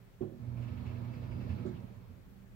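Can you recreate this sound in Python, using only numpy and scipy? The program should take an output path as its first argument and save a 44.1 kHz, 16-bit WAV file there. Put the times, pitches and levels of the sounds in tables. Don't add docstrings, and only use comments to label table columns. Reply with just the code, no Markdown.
import sys
import numpy as np
from scipy import signal
from scipy.io import wavfile

SR = 44100
rng = np.random.default_rng(int(sys.argv[2]) if len(sys.argv) > 2 else 0)


def int16_out(signal):
    q = np.round(np.clip(np.atleast_2d(signal).T, -1, 1) * 32767)
    wavfile.write(sys.argv[1], SR, q.astype(np.int16))


N = 112454
T = np.arange(N) / SR

# f/Hz, density/dB
AIR_SPECTRUM = [(25, -3), (50, 6.5), (80, -4), (130, 1), (200, -1), (290, -18), (400, -12.5), (630, -18),
                (1000, -22), (1600, -23.5), (2500, -29), (4000, -36.5), (8000, -46), (14000, -39.5)]
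HISS_SPECTRUM = [(3000, -3.5), (7000, -7), (10500, -9.5), (13000, -12.5), (15500, -3.5), (18000, 13)]
RATTLE_SPECTRUM = [(80, -25), (200, 9.5), (550, 5), (800, -7), (1400, -28.5), (3000, -24.5), (8000, -68)]
RUMBLE_SPECTRUM = [(25, -19), (45, -14.5), (65, 1.5), (90, -14), (125, -3.5), (200, -5.5), (280, -11),
                   (400, -24.5), (700, -42.5)]
ROLLING_SPECTRUM = [(200, -7.5), (400, -3), (620, -0.5), (760, -12), (1050, -5.5), (1500, -18.5),
                    (2300, -18), (2900, -25), (3400, -21.5), (4400, -23.5), (5600, -35.5), (8000, -66),
                    (14000, -34.5)]
RUB_SPECTRUM = [(700, -10), (1100, -5), (1500, -7), (1950, -4), (2550, 1), (3350, -13), (4400, -11),
                (6000, -20), (9000, -32)]
# f/Hz, L-R likeness, L minus R/dB
AIR_STEREO = [(30.5, 0, 23), (64, 0.59, -5), (117, 0.37, -3.5), (212, 0.99, -12), (710, 0.23, -6.5),
              (1400, 0.052, 5.5), (2480, 0, 2), (4900, 0, -1), (15000, 0.06, -0.5)]
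MACHINE_STEREO = [(30, 0.057, -8), (70.4, 0.87, -4), (125, 1, -6.5), (325, 0.24, -13.5), (664, 0.073, -6.5),
                  (1280, 0.22, -2.5), (2520, 0, 3.5), (5030, 0.26, -2), (15000, 0.5, -2)]
ROLLER_STEREO = [(614, 0.5, -7.5), (1340, 0.065, -28.5), (2580, 0.32, 2), (4800, 1, 4.5), (12000, .1, -17)]
# f/Hz, width/Hz, level/dB
FAN_TONES = [(118, 9, -68.5), (193, 8, -65), (241, 6, -77), (398, 8, -82), (577, 8, -84)]
# t/s, thump/dB, rattle/dB, click delay/s, click/dB, click f/Hz, click t60/s
SWITCHINGS = [(0.2072, -29.5, -45, 0.0053, -59, 1190, 0.15), (0.316, -47.5, -70, 0.004, -76, 990, 0.037),
              (1.649, -33.5, -53, 0.009, -55.5, 1400, 0.46)]
# f/Hz, level re thump/dB, t60/s
CABINET_MODES = [(108, -9, 0.4), (146.3, -11, 0.46), (204.5, -11, 0.4), (243.5, -3, 0.14), (325, -10, 0.38),
                 (352.6, -5.5, 0.21), (369.1, -1.5, 0.24), (429.4, -18, 0.2), (541, -25, 0.57),
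                 (590.6, -19, 0.21), (663, -22.5, 0.12)]
# multiple of click f, relative density/dB
CLICK_SPECTRUM = [(.4, -20), (.7, -8), (1, 0), (1.25, -12), (1.6, -20), (2.5, -15), (4, -30), (8, -58)]
# t/s, level/dB
HUM_ENVELOPE = [(0.38, -70), (0.405, -49.5), (0.49, -38), (0.63, -39), (0.77, -46), (1.0, -42.5),
                (1.35, -45.5), (1.63, -45.5), (1.76, -51), (1.97, -56), (2.1, -62)]
# multiple of mains f, level/dB
HUM_OVERTONES = [(4, -51.5), (6, -69), (8, -75)]
# t/s, gain/dB
DRIVE_ENVELOPE = [(0.22, -38), (0.42, -6), (0.555, -4.5), (0.585, 0), (0.87, 2.5), (1.2, 1.5), (1.52, 3),
                  (1.68, 1.5), (1.82, -4), (2.0, -9), (2.3, -21), (2.55, -37)]
SHAKE_ENVELOPE = [(0.25, -32), (0.42, -7), (0.62, -6), (0.75, -4), (0.88, -3), (1.05, -5.5), (1.3, -1),
                  (1.62, -2.5), (1.82, -5), (2.0, -15.5), (2.3, -18.5), (2.55, -23.5)]
# f/Hz, width/Hz, level before envelope/dB
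FRAME_MODES = [(62.7, 4.5, -62), (84.7, 8.5, -51), (98.4, 7.3, -47.5), (193.3, 13, -55)]
GEAR_TONES = [(662, 9, -73), (848, 7, -77), (949, 9, -80), (1239, 12, -84), (1299, 12, -83),
              (1619, 12, -88), (1740, 10, -85), (2175, 12, -85), (2229, 14, -83.5), (2380, 12, -86),
              (2631, 9, -83)]
ROLLER_MODES = [(1740, 110, -15), (2230, 100, -9.5), (2400, 140, -11), (2640, 100, -7.5), (2860, 140, -11)]
# t/s, level/dB, t60/s
ROLLER_RUBS = [(.564, -62.5, .17), (.615, -62.5, .32), (.672, -59.5, .17), (.714, -65, .25),
               (.766, -64, .22), (.854, -59.5, .32), (.900, -64, .2), (.947, -64.5, .25),
               (1.037, -62.5, .15), (1.125, -63, .3), (1.220, -61.5, .2), (1.309, -58.5, .19),
               (1.400, -61.5, .25), (1.490, -57.5, .25), (1.572, -63, .18), (1.622, -66, .15)]
# t/s, level/dB, width/s, f/Hz, overtone re bump/dB
BELT_BUMPS = [(.73, -42, .018, 88, -14), (.792, -41.5, .014, 88, -14), (.876, -41, .015, 88, -16),
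              (1.357, -38, .014, 88, -18), (1.513, -32, .016, 88, -6), (1.975, -46, .016, 100, -11),
              (2.12, -45.5, .02, 88, -13)]
# t/s, level/dB
SQUEAL_ENVELOPE = [(0.85, -105), (1.08, -99), (1.14, -79.5), (1.2, -92), (1.28, -84), (1.45, -83.5),
                   (1.6, -89), (1.75, -104)]


def from_db(db):
    return 10 ** (np.asarray(db) / 20)


def unit_rms(x):
    return x / np.sqrt(np.mean(x ** 2) + 1e-20)


def curve(rows):
    return np.interp(T, *np.transpose(rows))


def at_hz(rows, hz):
    f_hz, *columns = np.transpose(rows)
    return [np.interp(np.log(hz), np.log(f_hz), column) for column in columns]


def pan(db):
    gains = from_db(np.array([[db], [-db]]) / 2)
    return gains / gains.mean()


def drift(rate_hz):
    hop, warmup = 40, 2000
    pole = np.exp(-2 * np.pi * rate_hz * hop / SR)
    white = rng.standard_normal(N // hop + warmup + 2)
    slow = signal.lfilter([1], [1, -2 * pole, pole * pole], white)[warmup:]
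    return np.interp(np.arange(N) / hop, np.arange(len(slow)), unit_rms(slow))


def place(mid, side, image, hz):
    likeness, pan_db = at_hz(image, hz)
    likeness = np.clip(likeness, -.5, .99)
    spread = np.sqrt((1 - likeness) / (1 + likeness))
    return pan(pan_db) * (mid + spread * side * [[1], [-1]])


def noise(spectrum, image, flicker_db):
    out = np.zeros((2, N))
    edges_hz = np.geomspace(22, 18000, 25)
    white = rng.standard_normal((2, 2, N))
    for k, (low, high) in enumerate(zip(edges_hz, edges_hz[1:])):
        hz = np.sqrt(low * high)
        wander_db = flicker_db * drift(12.2)
        if spectrum[0][0] / 2 < hz < spectrum[-1][0] * 2:
            bandpass = signal.butter(2, [low, high], "band", fs=SR, output="sos")
            mid, side = signal.sosfilt(bandpass, white[k % 2])
            out += from_db(at_hz(spectrum, hz)[0] + wander_db) * place(mid, side, image, hz)
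    return out / np.sqrt(np.mean(out.mean(axis=0) ** 2))


def resonances(rows, image):
    out = 0
    for hz, width_hz, db in rows:
        phase = 2 * np.pi * hz * T
        mid, side = [unit_rms(drift(width_hz * 0.57) * np.cos(phase)
                              + drift(width_hz * 0.69) * np.sin(phase)) for _ in range(2)]
        out += from_db(db) * place(mid, side, image, hz)
    return out


def struck(start_s, attack_s, t60_s):
    age_s = np.maximum(T - start_s, 0)
    return np.minimum(age_s / attack_s, 1) * from_db(-60 * age_s / t60_s)


def swell(centre_s, width_s):
    return np.exp(-.5 * ((T - centre_s) / width_s) ** 2)


def workshop():
    air = from_db(-59.5) * noise(AIR_SPECTRUM, AIR_STEREO, flicker_db=-1.0)
    fans = resonances(FAN_TONES, AIR_STEREO)
    hiss = from_db(-79) * noise(HISS_SPECTRUM, AIR_STEREO, flicker_db=1.5)
    return air + fans + hiss


def contactor():
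    thumps, clicks, rattle_gain = 0, 0, 0
    for t_s, thump_db, rattle_db, delay_s, click_db, click_hz, click_t60_s in SWITCHINGS:
        for hz, mode_db, t60_s in CABINET_MODES:
            ring = struck(t_s, attack_s=0.0064, t60_s=t60_s) * np.sin(2 * np.pi * hz * (T - t_s))
            thumps -= from_db(thump_db + mode_db) * ring
        spectrum = [(k * click_hz, db) for k, db in CLICK_SPECTRUM]
        click = noise(spectrum, MACHINE_STEREO, flicker_db=9.5)
        clicks += from_db(click_db) * struck(t_s + delay_s, attack_s=0.0031, t60_s=click_t60_s) * click
        rattle_gain += from_db(rattle_db) * struck(t_s, attack_s=0.014, t60_s=0.36)
    rattle = rattle_gain * noise(RATTLE_SPECTRUM, MACHINE_STEREO, flicker_db=1.5)
    return pan(db=-12.5) * thumps + clicks + rattle


def motor():
    mains_hz, waver_db, waver_hz = 60, 1.1, 4
    on_s, rise_s, off_s, fall_db_per_s = 0.21, 0.51, 1.68, 86
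    phase = 2 * np.pi * mains_hz * T
    powered = np.sqrt(np.clip((T - on_s) / rise_s, 0, 1))
    powered *= from_db(-fall_db_per_s * np.maximum(T - off_s, 0))
    load = np.minimum(from_db(curve(SHAKE_ENVELOPE)), 1)
    throb_hz = 13 * (1 + .2 * drift(7.2))
    throb_db = 2.6 * load * np.sin(2 * np.pi * np.cumsum(throb_hz) / SR)
    hum = from_db(curve(HUM_ENVELOPE) + waver_db * drift(waver_hz)) * np.sin(2 * phase)
    for k, db in HUM_OVERTONES:
        gain = powered * from_db(db + waver_db * drift(waver_hz))
        hum += gain * np.sin(round(k) * phase + rng.uniform(0, 2 * np.pi))
    return np.sqrt(2) * from_db(throb_db) * hum * pan(db=-10.5)


def belt():
    rumble = from_db(-46) * noise(RUMBLE_SPECTRUM, MACHINE_STEREO, flicker_db=3)
    rumble += resonances(FRAME_MODES, MACHINE_STEREO)
    rolling_db = -60.5 + 0.89 * curve(DRIVE_ENVELOPE)
    rolling = from_db(rolling_db) * noise(ROLLING_SPECTRUM, MACHINE_STEREO, flicker_db=1.35)
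    return from_db(curve(SHAKE_ENVELOPE)) * rumble + rolling


def gears():
    return from_db(0.9 * curve(DRIVE_ENVELOPE)) * resonances(GEAR_TONES, ROLLER_STEREO)


def roller():
    power = sum((from_db(db) * struck(t_s, attack_s=.012, t60_s=t60_s)) ** 2
                for t_s, db, t60_s in ROLLER_RUBS)
    ring = resonances(ROLLER_MODES, ROLLER_STEREO)
    hiss = from_db(-1.8) * noise(RUB_SPECTRUM, ROLLER_STEREO, flicker_db=0)
    return np.sqrt(power) * (ring + hiss)


def bumps():
    overtone_hz, lead_s = 238.4, 0.0059
    out = 0
    for t_s, db, width_s, hz, overtone_db in BELT_BUMPS:
        swing = swell(t_s, width_s) * np.cos(2 * np.pi * hz * (T - t_s))
        overtone = swell(t_s - lead_s, width_s) * np.cos(2 * np.pi * overtone_hz * (T - t_s))
        out += from_db(db) * (swing + from_db(overtone_db) * overtone)
    return out * pan(db=-9.0)


def bearing():
    roughness_hz = 55
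    pitch_hz = 4842 + 15 * drift(roughness_hz)
    level_db = curve(SQUEAL_ENVELOPE) + 3.5 * drift(roughness_hz)
    return np.sqrt(2) * from_db(level_db) * np.sin(2 * np.pi * np.cumsum(pitch_hz) / SR)


def scene():
    right_delay_s = 0.000407
    left, right = contactor() + motor() + belt() + gears() + roller() + bumps() + bearing()
    return workshop() + [left, np.interp(T - right_delay_s, T, right)]


def record(dry):
    cutoff_hz = 15800
    return signal.sosfilt(signal.ellip(12, .1, 80, cutoff_hz, fs=SR, output="sos"), dry)


dry = scene()
out = record(dry)
int16_out(out)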